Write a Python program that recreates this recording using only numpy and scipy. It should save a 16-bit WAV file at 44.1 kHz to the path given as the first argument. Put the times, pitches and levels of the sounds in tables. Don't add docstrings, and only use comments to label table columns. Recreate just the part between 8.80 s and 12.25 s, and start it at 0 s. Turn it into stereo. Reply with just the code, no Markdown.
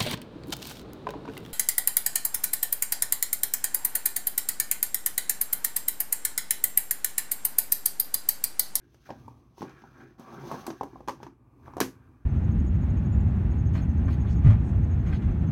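import sys
import numpy as np
from scipy import signal
from scipy.fft import rfft, irfft
from scipy.io import wavfile
from scipy.ndimage import uniform_filter1d

SR = 44100
rng = np.random.default_rng(int(sys.argv[2]) if len(sys.argv) > 2 else 0)


def waveform_to_disk(signal):
    frames = np.transpose(np.atleast_2d(signal))
    scaled = np.clip(frames, -1, 1) * 32767
    samples = np.round(scaled).astype(np.int16)
    wavfile.write(sys.argv[1], SR, samples)


N = 152145


def undb(db):
    return 10 ** (np.asarray(db) / 20)


def unit(x):
    return x / np.sqrt(np.mean(x ** 2))


def colour(x, points):
    n = x.shape[-1]
    p = np.array(points, float)
    hz = np.maximum(np.arange(n // 2 + 1) * SR / n, 1)
    gain_db = np.interp(np.log(hz), np.log(p[:, 0]), p[:, 1])
    return irfft(rfft(x) * undb(gain_db), n)


def band(points):
    (low_hz, low_db), (high_hz, high_db) = points[0], points[-1]
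    return [(low_hz / 2, low_db - 30)] + list(points) + [(high_hz * 1.3, high_db - 30)]


def curve(table, column):
    t = np.array(table, float)
    return np.interp(np.arange(N) / SR, t[:, 0], t[:, column])


def fade(t60, length):
    return np.exp(-np.log(1000) * np.arange(length) / SR / max(t60, 1e-3))


ALIKE_HZ = 1083


def pair(x, other):
    lowpass = signal.butter(2, ALIKE_HZ, fs=SR, output="sos")
    return np.array([x, other + signal.sosfiltfilt(lowpass, x - other)])


def walk(rate):
    k = int(SR / rate)
    steps = np.repeat(rng.standard_normal(N // k + 1), k)
    return uniform_filter1d(uniform_filter1d(steps, k), k)[:N]


TAP_LEN = 6000
SCATTER_DB, DETUNE = 3, .04
FAVOUR_DB = 15


def ring(modes, favour_hz=None, alike=False):
    t = np.arange(TAP_LEN) / SR
    vary = not alike
    y = 0
    draws = rng.standard_normal((len(modes), 3))
    for (hz, db, t60), (strength, detune, polarity) in zip(modes, draws):
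        off_db = FAVOUR_DB * np.log2(hz / (favour_hz or hz)) ** 2
        level = undb(db - off_db + SCATTER_DB * strength * vary)
        sine = np.sin(2 * np.pi * hz * (1 + DETUNE * detune * vary) * t)
        y = y + np.sign(polarity) * level * fade(t60, TAP_LEN) * sine
    return y


# (frequency [Hz], relative level [dB], decay time t60 [s])
DESK_MODES = [(139, -5, 0.14), (200.6, -7.5, 0.1), (264.2, -1.5, 0.11), (320, -3.5, 0.077),
              (375.7, 3, 0.035)]
CASE_MODES = [(498, -6, 0.026), (687, -4, 0.0071), (791, 2, 0.022), (939, 3.5, 0.023), (1093, 6.5, 0.024)]
PANEL_MODES = [(1305, 2, 0.022), (1619, 4.5, 0.022), (1705, 8, 0.0058), (2350, 1, 0.0082),
               (2467, -7, 0.023)]
# (frequency [Hz], relative spectral level [dB])
CRACK_SPECTRUM = [(1530, 4.5), (2600, -3.5), (3770, -9.5), (6230, -7), (7500, -25), (16500, -70.5)]
CRACK_TOP_SPECTRUM = [(3820, -8), (6500, -1), (9000, -3.5), (12700, -1.5), (16000, -12.5)]
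# (time [s], case ring level [dB], desk thud level [dB], click level [dB],
#        level of the click's top [dB], pitch that rings most [Hz])
TAPS = [(0.144, -47.5, -53.5, -56.5, -65, 980), (0.291, -29.5, -49, -78, -62.5, 830),
        (0.304, -27, -35, -44, -79, 605), (0.48, -33.5, -49.5, -58, -62.5, 930),
        (0.78, -38.5, -49, -55, -63, 970), (0.808, -63, -31.5, -47.5, -75, 920),
        (0.819, -26.5, -59, -45, -52.5, 1010), (0.827, -27.5, -27, -46.5, -64, 895),
        (0.894, -60, -66, -50.5, -66, 1110), (1.019, -51.5, -52, -56, -91, 1010),
        (1.038, -40.5, -45.5, -63, -84, 970), (1.396, -40.5, -37.5, -57.5, -54, 800),
        (1.715, -27, -38, -44, -44, 840), (1.724, -34, -52, -48, -62, 1030),
        (1.742, -24, -36, -51, -61, 673), (1.866, -27, -41, -35.5, -34, 1020),
        (1.879, -24.5, -27.5, -71, -67, 1040), (1.903, -27, -32.5, -36, -70, 990),
        (2.01, -17.5, -37, -46.5, -60, 840), (2.032, -23, -31, -45.5, -49.5, 950),
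        (2.132, -45, -42, -70, -78, 970), (2.157, -35.5, -67, -76, -88, 860),
        (2.205, -38, -41.5, -61, -70, 830), (2.276, -31.5, -32.5, -40, -56, 810),
        (2.284, -19, -43, -32.5, -41, 840), (2.293, -20, -33.5, -34.5, -45, 925),
        (2.402, -40, -71, -62, -77, 950), (2.43, -29, -46, -41.5, -57, 885),
        (2.466, -35.5, -38.5, -52.5, -64, 900), (2.936, -36, -46.5, -57, -85, 1070),
        (2.968, -20.5, -35, -47, -48, 970), (2.981, -22, -49, -48, -76, 800),
        (3.003, -13.5, -46, -23.5, -18.5, 830), (3.011, -15.5, -21, -18.5, -60, 593)]
CLICK_T60_S, TOP_T60_S, CLICK_RISE_S = 0.028, 0.016, .0025
PUSH_S = 0.0056
GRATE_S, GRATE_DB = 0.029, -4.5
PANEL_DB = -1
DESK_SHARE = 0.37


def contact_push():
    n = 900
    force = fade(PUSH_S, n) * (1 - fade(PUSH_S, n)) ** 2
    push = np.gradient(force)
    slide = fade(GRATE_S, n) * (1 - fade(GRATE_S, n)) * rng.standard_normal(n)
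    return push / push.max() + undb(GRATE_DB) * slide


def taps():
    out = np.zeros((2, N + 20000))
    for s, case_db, desk_db, click_db, top_db, hz in TAPS:
        push = contact_push()
        thud = ring(DESK_MODES, DESK_SHARE * hz)
        bodies = (
            (desk_db, np.array([thud, thud])),
            (case_db, pair(ring(CASE_MODES, hz), ring(CASE_MODES, hz))),
            (click_db + PANEL_DB, pair(ring(PANEL_MODES), ring(PANEL_MODES))),
        )
        direct = 0
        for db, modes in bodies:
            struck = signal.fftconvolve(modes, push[None], axes=1)[:, :TAP_LEN]
            direct = direct + undb(db) * struck / np.abs(struck).max()

        far = direct
        for db, spectrum, t60 in ((click_db, CRACK_SPECTRUM, CLICK_T60_S),
                                  (top_db, CRACK_TOP_SPECTRUM, TOP_T60_S)):
            noise = unit(colour(rng.standard_normal((2, TAP_LEN)), band(spectrum)))
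            crack = undb(db) * noise * fade(t60, TAP_LEN) * (1 - fade(CLICK_RISE_S, TAP_LEN))
            pulse = unit(colour(signal.unit_impulse(TAP_LEN, 100), band(spectrum)))
            direct = direct + crack
            far = far + pulse * np.std(crack)
        i = int(s * SR)
        out[:, i:i + TAP_LEN] += direct
        out[:, i:i + 19999] += room(far)
    return out[:, :N]


RUB_PER_S, RUB_SCATTER_DB = 800, 2.6
PATCH_DB, PATCH_PER_S = 4.5, 30


def slips():
    happens = rng.random(N) < RUB_PER_S / SR
    strength = undb(RUB_SCATTER_DB * rng.exponential(size=N))
    return happens * rng.choice([-1, 1], N) * strength


def rung(modes, count):
    x = np.array([slips() for _ in range(count)])
    total = 0
    for mode in modes:
        response = ring([mode], alike=True)[None]
        sound = signal.oaconvolve(x, response, axes=1)[:, :N]
        total = total + undb(PATCH_DB * walk(PATCH_PER_S)) * sound
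    return unit(total)


def hiss_grain(slip_train):
    envelope = signal.fftconvolve(np.abs(slip_train), fade(0.098, 1700))[:N]
    return envelope * rng.standard_normal(N)


# (frequency [Hz], relative spectral level [dB])
HISS_SPECTRUM = [(1530, -23), (2600, -6.5), (5390, -9.5), (6230, -6), (7260, -24), (16000, -19)]
# (time [s], case ring level [dB], desk level [dB], panel ring level [dB], hiss level [dB])
RUBBING = [(0, -98, -68.5, -72.5, -89), (.15, -78, -63.5, -83, -73.5), (.25, -98, -80, -72, -73.5),
           (.262, -63, -66, -54.5, -67.5), (.36, -70, -62.5, -68.5, -72), (.72, -76.5, -71, -106, -87.5),
           (.80, -58.5, -72, -84, -61.5), (.87, -54, -50, -55.5, -69.5), (1.0, -65.5, -64, -58.5, -75),
           (1.14, -64, -59.5, -61, -76.5), (1.21, -55, -50.5, -53, -70.5), (1.29, -68.5, -62, -65, -76.5),
           (1.376, -74, -75, -78, -88), (1.384, -58, -61.5, -66.5, -69.5), (1.57, -46.5, -45, -55, -64),
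           (1.72, -40.5, -46, -54.5, -55.5), (1.79, -51, -49, -54, -58.5), (1.85, -46, -51, -63, -64),
           (1.98, -63.5, -61.5, -64.5, -71.5), (2.19, -63, -55.5, -70, -77), (2.27, -78, -71, -79, -83),
           (2.46, -57.5, -48, -61.5, -71.5), (2.56, -105, -73.5, -83, -116), (2.80, -98, -79, -84, -87),
           (2.86, -68, -59.5, -65.5, -73.5), (2.875, -49.5, -81, -101, -71.5),
           (2.91, -70, -72, -65.5, -91.5), (3.45, -113, -82, -76, -89)]


def rub():
    case, desk, panel, hiss = (undb(curve(RUBBING, column=k)) for k in range(1, 5))
    shared = slips()
    grains = np.array([hiss_grain(shared), hiss_grain(shared)])
    return (case * pair(*rung(CASE_MODES, count=2))
            + panel * pair(*rung(PANEL_MODES, count=2))
            + desk * rung(DESK_MODES, count=1)
            + hiss * unit(colour(grains, band(HISS_SPECTRUM))))


ROOM_T60_S, ROOM_TREBLE_T60_S = 0.26, 0.2
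ROOM_DB, ROOM_TREBLE_DB = -3.5, -4.5


def room(x):
    n = 14000
    lowpass = signal.butter(2, 450, fs=SR, output="sos")
    noise = pair(rng.standard_normal(n), rng.standard_normal(n))
    low = signal.sosfilt(lowpass, noise)
    rise = 1 - fade(0.0031, n)
    tail = 0
    for part, t60, db in ((low, ROOM_T60_S, ROOM_DB),
                          (noise - low, ROOM_TREBLE_T60_S, ROOM_TREBLE_DB)):
        energy_scale = np.sqrt(t60 * SR / 14)
        tail = tail + undb(db) * part * rise * fade(t60, n) / energy_scale
    return signal.fftconvolve(x, tail, axes=1)


FLOOR_DB = -62.5
# (frequency [Hz], relative spectral level [dB])
FLOOR_SPECTRUM = [(24, -39), (40, -3.5), (124, -0.5), (185, -24), (249, -4.5), (570, -27.5), (1210, -17.5),
                  (1410, -47.5), (2440, -33.5), (3060, -54), (16000, -53)]
# (time [s], level [dB])
RUMBLE_COURSE = [(0, -56.5), (1.5, -62.5), (2.2, -52), (2.6, -61.5), (3.05, -57.5)]
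# (frequency [Hz], bandwidth [Hz], relative level [dB])
RUMBLE_HUMPS = [(54.4, 5.5, -3.5), (126.5, 14, -6)]


def background():
    noise = pair(rng.standard_normal(N), rng.standard_normal(N))
    tone = unit(colour(noise, FLOOR_SPECTRUM)) * undb(FLOOR_DB + 6.6 * walk(5.57))
    rumble = 0
    for hz, width_hz, db in RUMBLE_HUMPS:
        b, a = signal.iirpeak(hz, hz / width_hz, fs=SR)
        hump = unit(signal.lfilter(b, a, rng.standard_normal(N)))
        rumble = rumble + undb(db + 2 * walk(2.7)) * hump
    return tone + undb(curve(RUMBLE_COURSE, column=1)) * rumble


def scene():
    near = rub()
    return taps() + near + room(near)[:, :N] + background()


LEFT_LAG_S = .0001
BASS_CUT_HZ, TOP_HZ = 59, 16200
# (frequency [Hz], level difference [dB])
PORT_DIFFERENCE = [(200, 0), (700, -2), (2400, -6), (14000, -12)]


def record(dry):
    late = np.roll(dry[0], int(LEFT_LAG_S * SR))
    left = colour(late, [(hz, db / 2) for hz, db in PORT_DIFFERENCE])
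    right = colour(dry[1], [(hz, -db / 2) for hz, db in PORT_DIFFERENCE])
    bass_cut = signal.butter(3, BASS_CUT_HZ, "high", fs=SR, output="sos")
    top_cut = signal.ellip(10, .2, 80, TOP_HZ, fs=SR, output="sos")
    both = signal.sosfilt(bass_cut, np.array([left, right]))
    return signal.sosfilt(top_cut, both)


dry = scene()
out = record(dry)
waveform_to_disk(out)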